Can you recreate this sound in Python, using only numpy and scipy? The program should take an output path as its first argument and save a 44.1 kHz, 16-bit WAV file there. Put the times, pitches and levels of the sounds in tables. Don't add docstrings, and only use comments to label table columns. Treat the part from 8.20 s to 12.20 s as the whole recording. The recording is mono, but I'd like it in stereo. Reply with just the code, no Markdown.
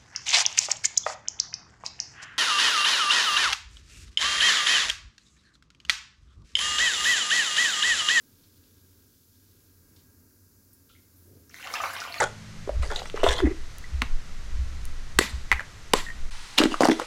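import sys
import numpy as np
from scipy import signal
from scipy.fft import rfft, irfft
from scipy.io import wavfile

SR = 44100
rng = np.random.default_rng(int(sys.argv[2]) if len(sys.argv) > 2 else 0)


def store_pcm(level_fs):
    pcm = np.round(np.clip(level_fs, -1, 1) * 32767).astype(np.int16)
    wavfile.write(sys.argv[1], SR, np.atleast_2d(pcm).T)


N = 176400

# frequency in Hz, relative level in dB.
DRONE_COLOUR = [(19, -44), (32, -7), (54, -9.5), (73, -7), (91, -4), (119, -10), (265, -10.5), (314, -13.5),
                (415, -13.5), (728, -30.5), (1600, -24), (1750, -29.5), (2800, -34.5), (3640, -53)]
# frequency in Hz, width in Hz, relative level in dB.
DRONE_RESONANCES = [(266.3, 81, -68.5), (933, 23, -88), (1624, 26, -82.5)]
# time in seconds, level change in dB.
DRONE_SWELL = [(0, -1), (.85, -1), (1.03, -5), (1.42, 0), (1.55, -1.5), (1.75, 2), (2.3, -2), (2.9, -.5),
               (4.0, 2.5)]
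# frequency in Hz, relative level in dB.
HISS_COLOUR = [(1470, -27), (2500, -25), (3800, -11.5), (4420, -6.5), (4840, -3), (7110, -3), (8170, -7.5),
               (12300, -.5), (15700, -1)]

# time in seconds, relative level in dB.
FIZZ_LEVEL = [(0, -72.5), (.25, -68.5), (.9, -72.5), (1.4, -71.5), (1.7, -81), (1.82, -71), (1.95, -107),
              (2.5, -84), (2.75, -76)]
# frequency in Hz, relative level in dB.
FIZZ_COLOUR = [(1900, -15), (2700, -11), (3600, -5), (4500, -5.5), (6500, -14.5), (9000, -22)]
# start in seconds, relative level in dB,
# centre in Hz, filter width in Hz, fade time of the noise in seconds.
FOAM_RUSTLES = [(.235, -53, 4200, 1800, 0.0095), (.438, -54, 4060, 2000, .006),
                (1.762, -50, 4340, 3470, .007), (1.785, -59, 4540, 3000, 0.02),
                (2.531, -48, 12800, 9000, 0.013), (2.96, -58, 12900, 6960, 0.19),
                (2.692, -55, 3430, 1700, 0.045)]

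# frequency in Hz, gain in dB,
# left-over-right level difference in dB.
TUB_MODES = [(540, 9.5, 8), (684.5, 9, 10), (729, 0, 21.5), (822, 1.5, 16), (1150, 0.5, 3),
             (1501, 5.5, -13), (2130, 2, -7), (2200, 2, 1), (2725, 4, -5)]
# left delay in seconds, right delay in seconds, level in dB.
TUB_ECHOES = [(.0017, 0.0027, -18), (.0041, .0033, -13), (.0066, .0058, -11.5), (0.012, 0.014, -8)]

# time in seconds, level in dB.
SWEEP_LEVEL = [(2.95, -85), (3.06, -61.5), (3.12, -52.5), (3.2, -58.5), (3.3, -68.5), (3.5, -69),
               (3.65, -62.5), (4.0, -65)]
# frequency in Hz, relative level in dB.
SWEEP_COLOUR = [(50, -20), (95, 12), (150, -1), (220, 5), (400, 2), (650, -12), (900, -27), (3000, -72)]

# time in seconds, then the relative levels in dB
CHURN = [(3.28, -88, -95, -84), (3.335, -65, -56, -62), (3.37, -58.5, -53, -59.5), (3.42, -48, -45, -57),
         (3.47, -37, -40, -55), (3.525, -41.5, -46, -48.5), (3.56, -33.5, -27.5, -50.5),
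         (3.595, -40, -39.5, -50.5), (3.66, -31.5, -37.5, -49.5), (3.72, -41.5, -41.5, -52.5),
         (3.785, -39.5, -37.5, -53), (3.82, -47, -40.5, -52), (3.89, -40.5, -39.5, -58),
         (3.925, -52, -45.5, -53.5), (3.965, -42, -38.5, -51.5), (4.0, -60, -46, -55)]
# frequency in Hz, relative level in dB.
GURGLE_COLOUR = [(380, -12), (560, -8.5), (750, -1.5), (1000, 3.5), (1300, 3.5), (1600, 7.5), (2200, -14)]
SPRAY_COLOUR = [(1500, -25), (3500, 3.5), (5000, 3), (7000, 2.5), (8300, -4), (11000, -15)]
MIST_COLOUR = [(4000, 0), (7000, -1.5), (8500, -4), (11000, 1.5), (16000, -4.5)]
# start in seconds, relative level in dB,
# centre in Hz, filter width in Hz, fade time of the noise in seconds.
SLAPS = [(3.2945, -41.5, 6080, 1490, 0.0028), (3.299, -46, 1590, 690, .0034),
         (3.310, -47.5, 2570, 1200, 0.0081), (3.3433, -33, 4800, 6200, 0.0011),
         (3.385, -53, 3000, 5000, 0.0036), (3.4715, -26.5, 2900, 2330, 0.0039),
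         (3.5382, -19, 4730, 3200, 0.0027), (3.5594, -24.5, 2770, 2000, .0022),
         (3.617, -31, 6470, 1200, .0027), (3.6392, -18, 1500, 1800, 0.0011),
         (3.7335, -34.5, 10300, 9700, 0.011), (3.765, -27.5, 2620, 2460, 0.0051),
         (3.802, -28, 5160, 2960, 0.008), (3.814, -42, 4600, 4000, .0074), (3.839, -27, 2870, 2000, 0.0023),
         (3.9424, -28.5, 3950, 3880, .0025), (3.963, -45, 10000, 9200, 0.013)]
# start in seconds, starting pitch in Hz, relative level in dB,
# cycles until 60 dB down, extra delay on the right in milliseconds (below zero: right is first).
BUBBLES = [(2.699, 1320, -52.5, 57, 0.2), (2.751, 2080, -49, 70, 0.16), (2.763, 2190, -59, 58, .05),
           (3.343, 1920, -25.5, 16.5, 0.093), (3.386, 2190, -30.5, 17, 0.079), (3.400, 1520, -33, 24, 0.17),
           (3.427, 2500, -31, 33, 0), (3.444, 2680, -28.5, 33, 0.067), (3.4529, 1790, -29, 13, -0.11),
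           (3.4726, 1520, -24.5, 7.5, 0.17), (3.478, 820, -48, 29, 0.27), (3.505, 2126, -36, 88, 0.025),
           (3.509, 470, -42, 26, 0.24), (3.5391, 1214, -19, 29, 0.21), (3.555, 2657, -22.5, 70, 0.052),
           (3.558, 2160, -32, 60, 0.11), (3.561, 1210, -33, 21, 0.45), (3.579, 1110, -34, 19, -0.002),
           (3.583, 2600, -30, 41, -0.041), (3.600, 735, -30.5, 14, -0.02), (3.602, 1205, -20.5, 50, 0.16),
           (3.6108, 1406, -23.5, 31, .47), (3.6362, 1060, -15.5, 24, -0.12), (3.638, 763, -26, 28, 0.29),
           (3.6385, 537, -37.5, 32, -0.038), (3.639, 2160, -23, 64, 0.049), (3.6424, 1308, -20.5, 52, 0.26),
           (3.701, 1490, -25.5, 26, 0.16), (3.737, 1590, -30, 59, 0.022), (3.764, 1070, -26.5, 30, .2),
           (3.802, 1500, -30, 19, 0.24), (3.811, 1790, -33, 30, -0.07), (3.818, 1370, -20.5, 26, 0.19),
           (3.851, 1100, -24.5, 20, 0.24), (3.875, 875, -24.5, 7, 0.15), (3.902, 680, -39, 41, 0.17),
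           (3.924, 4270, -26, 66, 0.049), (3.9426, 2310, -14.5, 11.5, -0.098), (3.969, 1230, -31, 31, 0.26),
           (3.982, 4310, -31.5, 153, -0.0034)]

DRONE_DB, DRONE_SIDE_DB = -64, -4
BOOM_HZ, BOOM_WIDTH_HZ, BOOM_DB = 90.1, 19, -62.5
HISS_DB = -61.5
DRONE_PAN_DB, BOOM_PAN_DB, HISS_PAN_DB = 0.55, 3, 6
WATER_PAN_DB, TREBLE_PAN_DB = 2, 6

ROOM_DB, ROOM_T60_S = -6, 0.38
TUB_T60_S = 0.31
MIST_DB = 0.5
CLUSTER_HZ = 44.6
RISE = 0.23
BUBBLE_ATTACK_CYCLES = 0.48
TOP_HZ = 15850


def undb(db):
    return 10 ** (np.asarray(db) / 20)


def unit(x):
    return x / np.sqrt(np.mean(x ** 2) + 1e-30)


def pan(db):
    return undb(np.array([[db], [-db]]) / 2)


def curve(table, column):
    rows = np.array(table)
    t = np.arange(N) / SR
    return undb(np.interp(t, rows[:, 0], rows[:, column], left=-150))


def colour(x, points):
    hz, db = np.array(points).T
    log_hz = np.log(hz)
    f = np.log(np.maximum(np.fft.rfftfreq(N, 1 / SR), 1))
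    outside = np.abs(f - np.clip(f, log_hz[0], log_hz[-1]))
    gain = undb(np.interp(f, log_hz, db) - 60 * outside)
    return irfft(rfft(x) * gain, N)


def band(x, hz, width):
    hz = min(hz, SR / 2 - 2000)
    b, a = signal.iirpeak(hz, hz / min(width, SR / 3), fs=SR)
    once = signal.lfilter(b, a, x)
    return signal.lfilter(b, a, once)


def add(out, start, sound):
    i = int(start * SR)
    part = sound[..., :max(N - i, 0)]
    out[..., i:i + part.shape[-1]] += part


def background():
    air = unit(colour(rng.standard_normal((2, N)), DRONE_COLOUR)) * undb(DRONE_DB)
    for hz, width, db in DRONE_RESONANCES:
        air = air + unit(band(rng.standard_normal((2, N)), hz, width)) * undb(db)
    side = undb(DRONE_SIDE_DB) * air[1] * np.array([[1], [-1]])
    drone = (air[0] + side) * pan(DRONE_PAN_DB)
    boom = unit(band(rng.standard_normal(N), BOOM_HZ, BOOM_WIDTH_HZ)) * undb(BOOM_DB)
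    low = drone + boom * pan(BOOM_PAN_DB)
    hiss = unit(colour(rng.standard_normal((2, N)), HISS_COLOUR)) * undb(HISS_DB)
    return low * curve(DRONE_SWELL, 1) + hiss * pan(HISS_PAN_DB)


def tub_ring(x):
    out = 0
    for hz, db, pan_db in TUB_MODES:
        sharpness = np.pi * hz * TUB_T60_S / np.log(1000)
        b, a = signal.iirpeak(hz, sharpness, fs=SR)
        out = out + signal.lfilter(b, a, x) * undb(db) * pan(pan_db)
    return out


def bathroom(x):
    out = x + tub_ring(x)
    for left_s, right_s, db in TUB_ECHOES:
        add(out[0], left_s, undb(db) * x[0])
        add(out[1], right_s, undb(db) * x[1])
    t = np.arange(SR // 2) / SR
    fade = undb(-60 * t / ROOM_T60_S) * (1 - np.exp(-t / .008))
    tail = rng.standard_normal((2, len(t))) * fade
    tail = signal.sosfilt(signal.butter(1, 7000, fs=SR, output="sos"), tail)
    tail = undb(ROOM_DB) * unit(tail) / np.sqrt(len(t))
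    return out + signal.fftconvolve(x, tail, axes=1)[:, :N]


def fizz():
    pops = rng.standard_normal((2, N)) * (rng.random((2, N)) < .03)
    return unit(colour(pops, FIZZ_COLOUR)) * curve(FIZZ_LEVEL, 1) * pan(TREBLE_PAN_DB)


def bursts(table):
    out = np.zeros((2, N))
    t = np.arange(SR // 2) / SR
    for start, db, hz, width, decay in table:
        noise = rng.standard_normal((3, len(t)))
        fade = np.exp(-t / decay)
        burst = band((noise[0] + noise[1:]) * fade, hz, width)
        strength = np.sqrt(np.mean(fade ** 2)) * undb(db) / 2
        add(out, start, unit(burst) * strength)
    return out


def sweep():
    noise = rng.standard_normal((3, N))
    rumble = colour(noise[0] + 0.54 * noise[1:], SWEEP_COLOUR)
    return unit(rumble) * curve(SWEEP_LEVEL, 1)


def mist():
    hits = rng.random(N) < .04
    boost = undb(0.9 * np.minimum(rng.exponential(size=N), 5))
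    ticks = rng.standard_normal((2, N)) * hits * boost
    return unit(colour(ticks, MIST_COLOUR))


def clusters(depth_db):
    t = np.arange(N) / SR
    steps = rng.uniform(-1, 1, N // 100)
    wander = np.interp(t * CLUSTER_HZ, np.arange(len(steps)), steps)
    return unit(undb(depth_db * wander))


def bubble(hz, cycles):
    turns = np.arange(int(cycles / hz * SR) + 2) * hz / SR
    life = turns / cycles
    tone = np.sin(2 * np.pi * turns * (1 + RISE * life / 2))
    attack = 1 - np.exp(-turns / BUBBLE_ATTACK_CYCLES)
    return tone * np.exp(-np.log(1000) * life) * attack


def swarm(low_hz, high_hz, cycles, scatter_db, count):
    out = np.zeros((2, N))
    start, end = CHURN[0][0], N / SR
    for k, (when, pitch, size, life, place, lag) in enumerate(rng.random((count, 6))):
        t = start + (end - start) * (k + when) / count
        hz = low_hz * (high_hz / low_hz) ** pitch
        ring = bubble(hz, cycles * (.5 + life)) * undb(-scatter_db * size)
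        left, right = pan(8 * (place - .5))[:, 0]
        add(out[0], t, left * ring)
        add(out[1], t + .0004 * (lag - .5), right * ring)
    return unit(out) * np.sqrt((end - start) / end)


def single_bubbles():
    out = np.zeros((2, N))
    for start, hz, db, cycles, lag_ms in BUBBLES:
        ring = undb(db) * bubble(hz, cycles)
        add(out[0], start, ring)
        add(out[1], start + lag_ms / 1000, ring)
    return out


def splash():
    low = swarm(low_hz=419.6, high_hz=1538, cycles=16.8, scatter_db=17.5, count=270)
    gurgle = colour(low, GURGLE_COLOUR) * curve(CHURN, 1) * undb(-6.5)
    small = swarm(low_hz=1662, high_hz=3727, cycles=52, scatter_db=16.5, count=330)
    small = small * curve(CHURN, 2) * undb(-4.5)
    drops = swarm(low_hz=3673, high_hz=8340, cycles=73, scatter_db=29, count=520)
    spray = colour(drops, SPRAY_COLOUR) + mist() * undb(MIST_DB)
    spray = spray * curve(CHURN, 3) * clusters(depth_db=3.5)
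    water = (single_bubbles() + gurgle + small) * pan(WATER_PAN_DB)
    return water + (spray + bursts(SLAPS)) * pan(TREBLE_PAN_DB)


def scene():
    rustles = bursts(FOAM_RUSTLES) * pan(TREBLE_PAN_DB)
    return background() + fizz() + sweep() + bathroom(rustles + splash())


def record(dry):
    return signal.sosfilt(signal.ellip(14, .1, 80, TOP_HZ, fs=SR, output="sos"), dry)


dry = scene()
out = record(dry)
store_pcm(out)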